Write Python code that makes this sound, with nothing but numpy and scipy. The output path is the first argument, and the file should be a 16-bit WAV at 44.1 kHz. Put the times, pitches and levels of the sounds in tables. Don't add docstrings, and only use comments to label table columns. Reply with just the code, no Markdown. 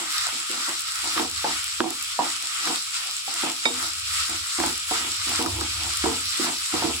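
import sys
import numpy as np
from scipy import signal
from scipy.fft import rfft, irfft
from scipy.io import wavfile
from scipy.ndimage import uniform_filter1d

SR = 44100
rng = np.random.default_rng(int(sys.argv[2]) if len(sys.argv) > 2 else 0)


def master(y):
    cut = np.clip(np.atleast_2d(y).T, -1, 1)
    pcm = np.round(cut * 32767)
    wavfile.write(sys.argv[1], SR, pcm.astype(np.int16))


N = 308700
T = np.arange(N) / SR
F = np.maximum(np.fft.rfftfreq(N, 1 / SR), 1)

# frequency in Hz, relative strength in dB per Hz.
FRYING_COLOUR = [(600, -31), (1030, -11.5), (1150, -3.5), (1290, 2), (1700, -8), (1840, -4.5), (4020, -2),
                 (5440, -2.5), (6410, -9.5), (7550, -1.5), (8660, -5.5), (9400, -13.5), (10300, -8),
                 (11500, -20), (15800, -25.5)]
# pitch in Hz, relative level in dB, time to fade by 60 dB in seconds.
PAN_MODES = [(159, 2, 0.12), (243, -13.5, 0.41), (261, -3, 0.45), (317.5, 12, 0.063), (337.2, 7, 0.14),
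             (473, -0.5, 0.26), (575, 1.5, 0.024), (730.6, -9, 0.14), (769, 4, 0.024), (888, 1.5, 0.076),
             (982, 1, 0.027), (1110, -26, 0.0053), (1287, 8.5, 0.016), (1463, 3.5, 0.013)]


def undb(db):
    return 10 ** (np.asarray(db) / 20)


def unit(x):
    return x / np.sqrt(np.mean(x ** 2))


def over_hz(points):
    hz, value = np.transpose(points)
    return np.interp(np.log(F), np.log(hz), value)


def shape(x, gain):
    return irfft(rfft(x) * gain, N)


def ring(x, hz, t60):
    pole = np.exp(2j * np.pi * hz / SR - np.log(1000) / (max(t60, .005) * SR))
    return signal.lfilter([1], [1, -pole], x).imag


def walk(rate):
    k = int(SR / rate)
    steps = np.repeat(rng.standard_normal(N // k + 1), k)
    smooth = uniform_filter1d(uniform_filter1d(steps, k), k)
    return unit(smooth[:N])


def clicks(rate, spread_db):
    when, sign, size = rng.random(N), rng.standard_normal(N), rng.exponential(1, N)
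    loudness = undb(spread_db * np.minimum(size, 4.5))
    return unit((when < rate / SR) * sign * loudness)


def pair(make, likeness):
    c = np.clip(likeness, 0, 1)
    mid = shape(make(), np.sqrt(1 + c))
    side = shape(make(), np.sqrt(1 - c))
    return np.array([mid + side, mid - side]) / 2


def aside(x, lag_s, left_db=0):
    delay = np.exp(-2j * np.pi * F * np.array([[lag_s], [0]]))
    return shape(x, undb([[left_db], [0]]) * delay)


def kitchen():
    # frequency in Hz, relative strength in dB per Hz.
    room_colour = [(25, 5), (45, -20), (85, 13), (170, -4), (400, -4), (900, -23), (1300, -38)]
    air = pair(lambda: rng.standard_normal(N), 0.74)
    return undb(-66) * unit(shape(air, undb(over_hz(room_colour))))


def rumble():
    # time in seconds, level in dB.
    rumble_levels = [(0.0, -76.5), (0.11, -87), (0.21, -50), (0.54, -71), (1.38, -46.5), (2.46, -69),
                     (3.67, -66), (3.76, -52), (4.42, -46.5), (4.52, -71), (4.6, -39), (4.74, -51),
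                     (5.52, -41), (5.54, -37.5), (6.1, -39.5), (6.71, -59.5), (6.76, -43), (7.0, -41)]
    # pitch in Hz, relative level in dB, time to fade by 60 dB in seconds.
    low_modes = [(72.3, -3, 0.53), (93.3, -4, 0.25), (115.4, -20.5, .2)]
    hum = sum(undb(db) * unit(ring(rng.standard_normal(N), hz, t60)) for hz, db, t60 in low_modes)
    hum = shape(hum, 1 / ((1 + (55 / F) ** 6) * (1 + (F / 130) ** 6)))
    s, level_db = np.transpose(rumble_levels)
    return undb(np.interp(T, s, level_db)) * unit(hum)


def swell():
    # time of the peak in seconds, rise in seconds, fall in seconds (both at least 0.02), swell in dB.
    stroke_swells = [(0.25, 0.42, 0.26, 6), (0.68, 0.33, .16, 5.5), (1.18, 0.39, 0.097, 6.5),
                     (1.53, 0.27, 0.24, 5.5), (1.8, 0.064, 0.9, 1), (2.25, 0.042, 0.18, 5),
                     (2.67, .24, 0.17, 6.5), (2.96, 0.042, 0.21, 4), (3.44, 0.22, 0.087, 5),
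                     (3.84, 0.23, 0.077, 4.5), (4.19, 0.16, 0.28, 6.5), (4.662, 0.29, 0.2, 5),
                     (4.94, 0.08, .28, 6.5), (5.37, 0.22, 0.12, 6.5), (6.05, 1, 0.53, 3),
                     (6.45, 0.23, 0.14, 7), (6.83, 0.28, .17, 5)]
    s, rise, fall, db = np.transpose(stroke_swells)[:, :, None]
    ramp = 1 - np.where(T < s, (s - T) / np.maximum(rise, .02), (T - s) / np.maximum(fall, .02))
    return np.max(db * np.clip(ramp, 0, 1), axis=0)


def sizzle():
    # frequency in Hz, left-right correlation.
    ear_likeness = [(300, .9), (1000, 0.48), (3000, 0.15)]
    extra_db = swell()
    level_db = -30.5 + 0.3846 * T + extra_db
    fizz_db = -41 + 1.85 * extra_db
    bright = F / (F + 12000)

    def bubbles():
        return rng.standard_normal(N) + shape(1.13 * clicks(900, spread_db=5.5), bright)

    pops = shape(pair(bubbles, over_hz(ear_likeness)), undb(over_hz(FRYING_COLOUR)))
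    edges = [1, 2200, 3600, 6200, 9400, SR]
    shared = walk(18)
    bands = []
    for low_hz, high_hz in zip(edges, edges[1:]):
        flicker_db = 0.57 * shared + 1.18 * walk(30)
        bands.append(shape(pops, (F >= low_hz) & (F < high_hz)) * undb(flicker_db))
    return unit(sum(bands[1:])) * undb(level_db) + unit(bands[0]) * undb(fizz_db)


def spits():
    # start in seconds, peak level in dB before colouring.
    fat_spits = [(0.1454, -19), (0.16, -11), (0.2104, -8), (0.7941, -9), (0.806, -7), (0.819, -8.5),
                 (0.8794, -13), (1.1674, -26), (1.2979, -11), (1.642, -6), (1.905, -8), (2.025, -8),
                 (2.424, -9.5), (3.0714, -21), (3.1253, -28), (3.34, -4), (3.826, -6), (3.8856, -20),
                 (4.2963, -7.5), (4.662, -4), (4.778, -7), (5.2714, -23), (5.972, -5)]
    length = 300
    out, t = np.zeros((2, N + length)), np.arange(length) / SR
    for (s, peak_db), noise in zip(fat_spits, rng.standard_normal((len(fat_spits), 2, length))):
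        burst = noise * t * np.exp(-t / 0.00063)
        peak = np.sqrt(np.max(np.mean(burst ** 2, axis=0)))
        start = int(s * SR)
        out[:, start:start + length] += undb(peak_db) * burst / peak
    colour = undb(0.74 * over_hz(FRYING_COLOUR) + 4.5)
    return shape(out[:, :N], colour / np.sqrt(1 + (6500 / F) ** 8))


def contact(column, fade_db_per_s):
    # time of full contact in seconds, rise in seconds (at least 0.003), hold in seconds,
    # level of the low tones in dB, level of the middle tones in dB.
    spoon_drags = [(0.0, .01, 0.047, -42.5, -42), (.269, 0.039, 0.0033, -61, -36),
                   (0.335, 0.0037, 0.031, -44, -47), (0.529, .008, 0.074, -45, -45),
                   (0.686, 0.023, 0.0024, -40.5, -34.5), (1.044, 0.022, 0.029, -41.5, -38),
                   (1.164, .008, 0.062, -45, -35), (1.211, 0.12, 0.022, -31, -33),
                   (1.448, 0.019, 0.036, -32.5, -30.5), (1.804, 0.013, 0.072, -30.5, -34),
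                   (2.194, 0.014, 0.034, -31.5, -24.5), (2.439, .1, 0.0069, -55, -50.5),
                   (2.703, 0.11, 0, -30, -29.5), (2.96, 0.082, 0.073, -78, -55),
                   (3.043, .02, 0.062, -62, -49.5), (3.293, .008, 0.072, -50, -45),
                   (3.437, 0.019, 0.041, -32.5, -31), (3.657, 0.0097, 0.0041, -34, -28.5),
                   (3.856, 0.41, 0, -43.5, -42.5), (4.294, 0.01, 0.036, -40, -42.5),
                   (4.588, 0.01, 0.085, -30, -32.5), (4.919, 0.0073, 0.051, -43, -37),
                   (5.001, 0.068, 0.085, -41.5, -45), (5.268, .008, 0.037, -39, -45),
                   (5.32, 0.084, 0, -38, -36), (5.396, .008, 0.073, -32, -31.5), (5.62, 0.24, 0, -33, -36),
                   (5.865, 0.18, 0, -39.5, -36.5), (6.047, 0.0073, 0.071, -28, -31.5),
                   (6.412, 0.0073, 0.013, -29.5, -44), (6.477, 0.14, 0.017, -32, -32.5),
                   (6.74, 0.024, 0.025, -30.5, -31.5), (6.847, 0.11, 0.046, -28.5, -31.5)]
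    rise_db, lift_db_per_s2 = 30, 605
    power = np.zeros(N)
    for s, rise, hold, *db in spoon_drags:
        near = np.abs(T - s) < .5
        early = np.maximum(s - T[near], 0)
        late = np.maximum(T[near] - s - max(hold, 0), 0)
        loss_db = rise_db * early / max(rise, .003) + fade_db_per_s * late + lift_db_per_s2 * late ** 2
        power[near] += undb(db[column] - loss_db) ** 2
    return np.sqrt(power)


def even(x):
    return unit(x / uniform_filter1d(x ** 2, int(.03 * SR)) ** .35)


def drag():
    slips = clicks(1500, spread_db=2.0) * undb(2.2 * walk(40))
    low = sum(undb(db) * ring(slips, hz, t60) for hz, db, t60 in PAN_MODES if hz < 540)
    middle = sum(undb(db) * ring(slips, hz, 0.63 * t60) for hz, db, t60 in PAN_MODES if 540 < hz < 1130)
    low = shape(low, 1 / (1 + (F / 560) ** 6))
    middle = shape(middle, 1 / (1 + (540 / F) ** 6))
    return even(low) * contact(0, fade_db_per_s=175) + even(middle) * contact(1, fade_db_per_s=226)


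def strike(s, peak_db, modes):
    t = np.arange(int(.4 * SR)) / SR
    hz, db, t60 = np.transpose(modes)[:, :, None]
    rise = (1 - np.exp(-t * hz / 0.22)) ** 2
    fade = undb(db - 60 * t / np.clip(t60, .0005, .6))
    blow = np.sum(rise * fade * np.sin(2 * np.pi * hz * t), axis=0)
    return np.pad(blow * undb(peak_db) / np.abs(blow).max(), (int(s * SR), N))[:N]


def knocks():
    # start in seconds, then peak levels in dB of the low, middle and upper tones before filtering.
    spoon_knocks = [(0.328, -38.5, -54, -55), (0.5, -30, -53, -55), (0.688, -32.5, -40, -55),
                    (1.165, -24.5, -34, -50), (1.1779, -35, -34, -10), (1.197, -20.5, -18, -24),
                    (1.4442, -31, -11.5, -22), (1.8043, -14, -14.5, -11.5), (2.191, -24.5, -6.5, -35),
                    (2.6739, -33, -44, -13), (3.279, -43, -24.5, -34), (3.435, -21, -23, -23),
                    (3.656, -25, -13, -12.5), (3.701, -24.5, -46, -53), (4.307, -58, -50, -50),
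                    (4.5998, -21, -17, -20), (4.6382, -32, -15, -15.5), (4.9123, -23.5, -14, -28),
                    (5.267, -38, -49, -34), (5.392, -20.5, -37, -21), (5.4618, -22, -34, -13),
                    (5.6128, -34, -36, -16.5), (6.04, -14, -17, -16), (6.059, -15, -12, -18),
                    (6.397, -18, -46, -32), (6.738, -18, -33, -41), (6.8237, -38, -13.5, -33),
                    (6.842, -17, -30, -45)]
    out, hz = np.zeros(N), np.transpose(PAN_MODES)[0]
    groups = [hz < 540, (hz >= 540) & (hz < 1130), hz >= 1130]
    chance = rng.standard_normal((len(spoon_knocks), 2, len(PAN_MODES)))
    for (s, *group_db), (place, load) in zip(spoon_knocks, chance):
        modes = np.array(PAN_MODES)
        modes[:, 0] *= 1 + 0.028 * load
        modes[:, 1] += 4.5 * place
        for group, peak_db in zip(groups, group_db):
            out += strike(s, peak_db, modes[group])
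    return out


def cracks():
    # start in seconds, peak level in dB, pitch in Hz.
    wood_snaps = [(1.1774, -11, 3600), (1.1971, -6.5, 3900), (1.4446, -18, 1480), (1.8046, -5, 1194),
                  (2.1918, -20, 1040), (2.6747, -17, 2600), (4.601, -13, 2010), (4.6362, -13, 2220),
                  (4.9129, -29, 1600), (5.46, -23, 1300), (6.040, -25, 1700)]
    cycles = 4.5
    out = np.zeros(N)
    for s, peak_db, hz in wood_snaps:
        body = (hz, 0, cycles / hz)
        edge = (2.4 * hz, -3, cycles / hz / 2)
        out -= strike(s, peak_db, [body, edge])
    return aside(out, lag_s=-.00009)


def rim():
    # pitch in Hz, relative level in dB, time to fade by 60 dB in seconds.
    rim_modes = [(1890, -4, .05), (2281, 4, .09), (2362, -5, .05), (3690, 3, 0.16), (3816, -8, 0.09),
                 (4558, -12, .09), (4793, -9, .11), (5157, -7, .13)]
    blow = strike(3.6548, -2.5, rim_modes)
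    return aside(blow, lag_s=.00008, left_db=-5)


def reflections(pan):
    tail = rng.standard_normal(4000) * np.exp(-np.arange(4000) / SR / 0.015)
    tail = tail / np.sqrt(np.sum(tail ** 2))
    wet = shape(signal.fftconvolve(pan, tail)[:N], F ** 2 / (F ** 2 + 450 ** 2))
    return undb(-0.5) * wet * np.array([[1], [-1]])


def scene():
    pan = shape(knocks() + drag(), 1 / np.sqrt(1 + (180 / F) ** 8)) + rumble()
    spoon = pan + cracks() + rim() + reflections(pan)
    return spoon + sizzle() + spits() + kitchen()


def record(dry):
    # frequency in Hz, left minus right level in dB.
    port_balance = [(90, 0), (180, -3), (330, 0), (700, -2.5), (2500, -1.5), (5600, 0), (7500, 4.5),
                    (9200, 2), (11300, -9.5), (15000, -6)]
    half = over_hz(port_balance) / 2
    lag = np.exp(-2j * np.pi * F * np.array([[.00014], [0]]))
    x = shape(dry, lag * undb(np.array([half, -half])))
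    keep = np.exp(-1 / (0.042 * SR))
    loud = np.sqrt(signal.lfilter([1 - keep], [1, -keep], np.mean(x ** 2, axis=0)))
    x = x * np.minimum(1, undb(-36.5) / (loud + 1e-9)) ** 0.15
    top_cut = signal.ellip(14, .2, 90, 15950, fs=SR, output="sos")
    return signal.sosfilt(top_cut, x)


dry = scene()
out = record(dry)
master(out)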